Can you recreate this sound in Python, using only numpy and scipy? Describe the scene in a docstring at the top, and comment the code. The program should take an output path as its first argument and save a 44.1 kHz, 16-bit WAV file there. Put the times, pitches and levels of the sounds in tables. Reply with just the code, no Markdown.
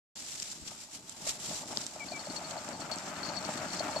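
"""A small cart rolls towards the listener over dry dirt: its tyres crunch, its hollow body rumbles and knocks
on bumps, and a loose metal part jingles. Something dry rustles and snaps close to the microphone,
and a bird chirps twice."""
import sys
import numpy as np
from scipy import signal
from scipy.fft import rfft, irfft
from scipy.io import wavfile

SR = 44100
rng = np.random.default_rng(int(sys.argv[2]) if len(sys.argv) > 2 else 0)


def bounce(signal):
    """Save signal as a 16-bit WAV file at the path given by the first command-line argument."""
    frames = np.transpose(np.atleast_2d(signal))
    limited = np.clip(frames, -1, 1)
    pcm = np.round(limited * 32767).astype(np.int16)
    wavfile.write(sys.argv[1], SR, pcm)


N = 176400

START_S = 0.1535   # the sound begins
# how hard the ground shakes the cart: (s, dB of the body's drumming)
SHAKE = [(.17, -63), (1.12, -62.5), (1.27, -54), (1.38, -55), (1.52, -46), (1.66, -55), (1.74, -47.5), (1.91, -56.5), (2.0, -51.5), (2.22, -49), (2.3, -47), (2.76, -45.5), (2.83, -45), (3.22, -46.5), (3.33, -41), (3.7, -47), (3.85, -44), (4.0, -38)]
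# low rumble of the wheels: (s, dB)
RUMBLE = [(.17, -60), (.45, -63), (.7, -56), (.9, -69), (.96, -58.5), (1.16, -61.5), (1.22, -53), (1.38, -58), (1.47, -51.5), (1.52, -45.5), (1.58, -54.5), (1.75, -48), (1.85, -52.5), (1.9, -61.5), (2.05, -52), (2.28, -54), (2.3, -39), (2.325, -50.5), (2.62, -52), (2.71, -47.5), (2.9, -51.5), (3.35, -47), (4.0, -46.5)]
# tyres crushing grit: (s, dB)
CRUNCH = [(.17, -65.5), (.55, -64), (.61, -68.5), (.7, -57.5), (.88, -71), (1.12, -65), (1.28, -64), (1.4, -60.5), (1.52, -55.5), (1.66, -62), (1.73, -53), (1.9, -60.5), (2.1, -55), (2.37, -52), (2.71, -49), (2.78, -58), (2.82, -48.5), (3.2, -46.5), (3.75, -46), (3.84, -43.5), (4.0, -47.5)]
# close dry rustling: (s, dB)
RUSTLE = [(.17, -46), (.42, -46.5), (.52, -46.5), (.62, -54.5), (.67, -48), (.7, -51), (.77, -51.5), (.84, -50), (.89, -60), (.95, -43.5), (1.02, -60), (1.11, -47.5), (1.15, -55), (1.26, -44.5), (1.295, -35.5), (1.33, -45.5), (1.38, -51), (1.44, -42), (1.58, -42), (1.65, -51), (1.72, -47), (1.83, -44), (1.89, -49.5), (2.26, -50.5), (2.35, -46.5), (2.41, -52.5), (2.51, -47), (2.56, -51.5), (2.72, -49.5), (2.77, -52.5), (2.81, -48), (2.88, -56.5), (2.94, -48.5), (3.15, -50.5), (3.58, -47), (3.7, -48.5), (3.75, -43.5), (3.85, -50), (4.0, -46.5)]
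BODY_DB, RUMBLE_DB, CRUNCH_DB, RUSTLE_DB = -1, 0.5, 1.5, 1
# colours: (Hz, dB per Hz)
RUMBLE_COLOUR = [(20, -46), (45, -33.5), (80, -4.5), (120, -2.5), (170, 3), (230, 1.5), (310, 1.5), (450, -7.5), (700, -17.5), (2000, -56)]
CRUNCH_COLOUR = [(400, -16.5), (800, 0.5), (1080, -2), (1250, 3.5), (1550, 0), (1850, -4.5), (2200, -4.5), (3000, -9.5), (5000, -24), (12000, -27)]
RUSTLE_COLOUR = [(200, -8), (1000, -21), (2000, -10), (3200, -6), (4500, -2), (5700, 0.5), (6500, 0), (7400, 3), (8600, -7), (10000, -16), (14500, -28)]
# hollow body: (Hz, dB, t60 s)
BODY_MODES = [(551, -5.5, 0.023), (626.5, -0.5, 0.03), (718, -6, 0.051), (873, -1, 0.027), (1210, -12.5, 0.023)]
# loose metal part: (Hz, dB, t60 s)
METAL_MODES = [(4394, 2, 0.048), (4430, -5, 0.074), (4550, -3, 0.029), (5630, -11, 0.036), (7700, -15, 0.0087)]
# bumps that knock the body: (s, peak dB)
KNOCKS = [(.714, -36.5), (1.267, -37), (1.508, -29), (1.725, -39), (1.957, -36), (2.116, -28.5), (2.271, -36), (2.513, -30), (2.566, -35), (2.688, -39), (2.915, -28.5), (3.316, -29.5), (3.489, -28), (3.613, -32), (3.804, -23.5), (3.912, -29), (3.963, -24), (3.995, -24.5)]
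# jolts that rattle the metal part: (s, peak dB)
JINGLES = [(2.086, -40), (2.116, -38), (2.194, -35.5), (2.256, -41), (2.3, -39), (2.363, -33), (2.4435, -38), (2.514, -40), (2.578, -41), (2.731, -37), (2.813, -39.5), (2.915, -29.5), (2.931, -32.5), (3.231, -35.5), (3.25, -33.5), (3.29, -33), (3.366, -27.5), (3.447, -35.5), (3.573, -34.5), (3.795, -29.5), (3.961, -33), (3.974, -37)]
# close dry snaps: (s, peak dB, left-right dB, decay s)
SNAPS = [(.400, -35.5, 4, 0.0016), (.423, -36.5, 4, 0.0032), (.428, -33.5, -2, .002), (.502, -41, -4, .001), (.675, -45, 8, 0.015), (1.095, -42, -19, 0.0017), (1.273, -39.5, -5, 0.0042), (1.495, -39.5, 11, 0.0018), (1.812, -44, 8, 0.0074), (1.8656, -31, -7, 0.0018), (2.365, -41, 4, 0.003), (2.509, -41.5, 0, 0.0059), (2.646, -46.5, -15, 0.0026), (2.689, -42, -3, 0.0024), (2.802, -49, -8, .006), (2.915, -38, 2, 0.0044), (2.958, -41, -5, .003), (2.9855, -33, -3, 0.00058), (3.45, -46, 19.5, 0.002), (3.575, -40, 1, .003), (3.733, -40, -0.5, 0.0027), (3.795, -39.5, 7, .004)]
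CRACK_COLOUR = [(150, -3), (700, 3), (2500, 0), (5500, 5), (8000, -10), (14000, -18)]
# bird: (s, length s, first Hz, last Hz, dB)
CHIRPS = [(1.993, 0.054, 2490, 2258, -40.5), (2.119, 0.07, 2470, 2295, -41)]
CHIRP_BEND, BIRD_PAN_DB = 3.7, 3.5
PUFF_S, PUFF_WIDTH_S, PUFF_HZ, PUFF_DB = 0.628, 0.011, 68.5, -43.5   # a soft thump on the left microphone
# microphone pair: (Hz, likeness)
LIKENESS = [(40, 0.38), (130, 0.99), (300, 0.9), (700, 0.87), (1400, 0.44), (2500, 0.34), (4400, 0.21), (6500, -0.18), (9000, 0.15), (15000, 0.047)]
# colour of the pair: (Hz, left-right dB)
BALANCE = [(60, -1.5), (200, 1), (700, 3), (880, 0.5), (1100, 8), (1500, 4.5), (1900, 7), (3500, 8.5), (5000, 8), (5900, 8), (6600, -1.5), (7400, -13.5), (8500, -6), (10500, -5.5), (13000, -0.5)]
CUTOFF_HZ = 14550   # fixed
T = np.arange(N) / SR
SNAP_DECAY_S = None
KNOCK_DB, JINGLE_DB, SNAP_DB = -2, -6.5, 4
# continuous trembling of the loose metal: (s, dB)
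TREMBLE = [(1.9, -83), (2.1, -65), (2.6, -69), (3.12, -66), (3.27, -50), (3.5, -58), (3.78, -50), (4.0, -61)]
TICKS_PER_S, TICK_DB, TICK_T60_S, TICK_LOW_HZ, TICK_HIGH_HZ = 170, -2.5, 0.028, 4070, 6800   # small loose fittings
# airy top of the close rustling: (s, dB relative to the crackle)
AIR = [(.17, -10), (1.0, -9), (1.3, -7.5), (1.55, -10), (1.9, -12), (2.3, -14), (4.0, -40)]
AIR_COLOUR = [(4000, -2), (7000, -12), (9000, -1), (12000, -5), (14500, -19)]
BREEZE_DB, BREEZE_COLOUR = -70, [(20, -13), (45, -5), (85, 2), (150, -8), (400, -21), (3000, -21)]   # air on the microphones: (Hz, dB per Hz)
CRACK_S = 1.7728   # fixed
CRACK_DB, CRACK_DECAY_S = -19.5, 0.00038   # one sharp crack, like a twig
KNOCK_LOW_HZ, KNOCK_HIGH_HZ = 460, 797   # each knock sounds only between these two frequencies (low Hz, high Hz)


def amp(db):
    """Decibels to gain."""
    return 10 ** (np.asarray(db) / 20)


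def rms_one(x):
    """Scale to rms 1."""
    return x / np.sqrt(np.mean(x ** 2) + 1e-20)


def level(curve):
    """Gain over time from (s, dB) rows."""
    return amp(np.interp(T, *np.transpose(curve)))


def at_hz(points):
    """A table read at every frequency of the padded transform."""
    hz, value = np.transpose(points)
    return np.interp(np.log(np.arange(N + 1) * SR / (2 * N) + 1e-3), np.log(hz), value)


def shape(x, gain):
    """Causal (minimum-phase) filter with the given gain at each frequency."""
    cepstrum = irfft(np.log(gain + 1e-9))
    cepstrum[1:N] *= 2
    cepstrum[N + 1:] = 0
    return irfft(rfft(x, 2 * N) * np.exp(rfft(cepstrum)))[..., :N]


def pan(db):
    """Left and right gains for a level difference."""
    return amp(np.array([[db], [-db]]) / 2)


def drift(rate):
    """Slow random wander with spread 1."""
    r = np.exp(-80 * np.pi * rate / SR)  # fixed
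    slow = signal.lfilter([1], [1, -2 * r, r * r], rng.standard_normal(N // 40 + 2002))[2000:]  # fixed
    return np.interp(np.arange(N) / 40, np.arange(len(slow)), rms_one(slow))  # fixed


def spread(pair):
    """Two unrelated signals become left and right, alike in the bass and apart in the treble."""
    alike = np.clip(at_hz(LIKENESS), -.99, .99)  # fixed
    mid, side = shape(pair[0], np.sqrt((1 + alike) / 2)), shape(pair[1], np.sqrt((1 - alike) / 2))
    return np.array([mid + side, mid - side])


def grains(per_s, size_db, decay_s):
    """Tiny random contacts of uneven size, each a short burst, in two channels."""
    sizes = amp(size_db * np.minimum(rng.exponential(1, N), 4.5)) * (rng.random(N) < per_s / SR)
    power = signal.lfilter([1], [1, -np.exp(-2 / (decay_s * SR))], sizes ** 2 + 1e-18)
    return rms_one(np.sqrt(power) * rng.standard_normal((2, N)))


def ring(clicks, hz, t60):
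    """A unit click sets a sine of height 1 ringing."""
    r, w = amp(-60 / (t60 * SR)), 2 * np.pi * hz / SR  # fixed
    return signal.lfilter([0, np.sin(w)], [1, -2 * r * np.cos(w), r * r], clicks + 1e-18)


def rattle(events, modes, count, gap_s, loss_db, uneven_db):
    """Each event is a short run of weakening bounces that strike every mode with a strength of their own."""
    s, db = np.transpose(events)
    gaps = gap_s * rng.uniform(.5, 1.5, (len(s), count))
    at = np.clip(((s[:, None] + np.cumsum(gaps, axis=1) - gaps[:, :1]) * SR).astype(int), 0, N)
    out = 0
    for k, (hz, mode_db, t60) in enumerate(modes):
        clicks = np.zeros(N + 1)
        clicks[at] = amp(db[:, None] + mode_db - loss_db * np.arange(count) + uneven_db * rng.standard_normal(at.shape))
        out = out + (-1) ** k * ring(clicks[:N], hz, t60)
    return out


def burst(s, decay_s):
    """A sudden burst of noise that dies away, in two channels."""
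    return (T >= s) * np.exp(-np.abs(T - s) / decay_s) * rng.standard_normal((2, N))


def coloured(x, colour):
    """Give a spectrum to a white signal, keeping its power."""
    return shape(x, rms_one(amp(at_hz(colour))))


def rolling():
    """Stones and ruts jolt the wheels, drum on the body and crunch under the tyres, all swelling with the same bumps."""
    bumps = drift(16)
    wheels = coloured(grains(per_s=700, size_db=1.5, decay_s=.001), RUMBLE_COLOUR) * amp(0.65 * bumps)
    stones = grains(per_s=1100, size_db=2.0, decay_s=0.001) * amp(1.6 * bumps)
    body = sum((-1) ** k * amp(db) * ring(stones, hz, t60) for k, (hz, db, t60) in enumerate(BODY_MODES))
    grit = coloured(grains(per_s=1800, size_db=2.0, decay_s=0.0022), CRUNCH_COLOUR) * amp(1.0 * bumps)
    return spread(amp(RUMBLE_DB) * level(RUMBLE) * rms_one(wheels) + amp(BODY_DB) * level(SHAKE) * rms_one(body)
                  + amp(CRUNCH_DB) * level(CRUNCH) * rms_one(grit))


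def jolts():
    """Larger bumps knock the body through the soft tyres and set the loose metal chattering."""
    knocks = rattle(KNOCKS, BODY_MODES, count=1, gap_s=0, loss_db=0, uneven_db=3.3)
    knocks = signal.sosfilt(signal.butter(2, [KNOCK_LOW_HZ, KNOCK_HIGH_HZ], "band", fs=SR, output="sos"), knocks)
    jingles = rattle(JINGLES, METAL_MODES, count=5, gap_s=.005, loss_db=5.5, uneven_db=3.0)
    return amp(KNOCK_DB) * knocks + amp(JINGLE_DB) * jingles * pan(5.7)


def rustling():
    """Clumps of fine dry crackles close by with an airy top, single snaps and one sharp crack."""
    clumps = amp(1.54 * drift(39))
    crackle = rms_one(grains(per_s=3500, size_db=0.5, decay_s=0.0026) * clumps)
    air = level(AIR) * coloured(rms_one(clumps * rng.standard_normal((2, N))), AIR_COLOUR)
    snaps = sum(amp(db + SNAP_DB) * pan(side_db) * burst(s, decay_s) for s, db, side_db, decay_s in SNAPS)
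    crack = amp(CRACK_DB) * pan(3.8) * coloured(burst(CRACK_S, CRACK_DECAY_S), CRACK_COLOUR)
    strength = amp(RUSTLE_DB) * level(RUSTLE)
    return coloured(spread(strength * crackle) + snaps, RUSTLE_COLOUR) + strength * air + crack


def bird():
    """Short, nearly pure notes that slide down and level off, with a slight flutter."""
    out = 0
    for s, length, first_hz, last_hz, db in CHIRPS:
        u = np.clip((T - s) / length, 0, 1)
        hz = last_hz + (first_hz - last_hz) * (1 - u) ** CHIRP_BEND + 15 * drift(88)
        out = out + amp(db + 1.5 * drift(70)) * np.sin(np.pi * u) * np.sin(2 * np.pi * np.cumsum(hz) / SR)
    return out * pan(BIRD_PAN_DB)


def puff():
    """A soft low thump on the left microphone."""
    return amp(PUFF_DB) * np.exp(-((T - PUFF_S) / PUFF_WIDTH_S) ** 2) * np.sin(2 * np.pi * PUFF_HZ * T) * np.array([[1], [0]])


def fittings(count=18):
    """Between the jolts the loose metal keeps trembling, and small fittings tick at many pitches."""
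    touches = grains(per_s=120, size_db=0.5, decay_s=0.00084)
    tremble = sum(amp(db) * ring(touches, hz, t60) for hz, db, t60 in METAL_MODES)
    clicks = (rng.random(N) < TICKS_PER_S / SR) * rng.standard_normal((2, N))
    dealt = rng.integers(0, count, N)
    ticks = sum(ring(clicks * (dealt == k), hz, TICK_T60_S) for k, hz in enumerate(np.geomspace(TICK_LOW_HZ, TICK_HIGH_HZ, count)))
    return level(TREMBLE) * spread(rms_one(tremble) + amp(TICK_DB) * rms_one(ticks))


def breeze():
    """Faint low air noise, separate on each microphone."""
    return amp(BREEZE_DB) * coloured(rng.standard_normal((2, N)), BREEZE_COLOUR)


def scene():
    """The cart, the close rustling, the bird and the air."""
    return rolling() + jolts() + fittings() + rustling() + bird() + puff() + breeze()


def record(dry):
    """The two microphones have different colours; the sound starts abruptly and the top is cut."""
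    left, right = shape(dry[0], amp(at_hz(BALANCE) / 2)), shape(dry[1], amp(-at_hz(BALANCE) / 2))
    started = np.clip((T - START_S) / 0.0051, 0, 1)
    return signal.sosfilt(signal.ellip(10, .1, 70, CUTOFF_HZ, fs=SR, output="sos"), np.array([left, right]) * started)  # fixed


dry = scene()
out = record(dry)
bounce(out)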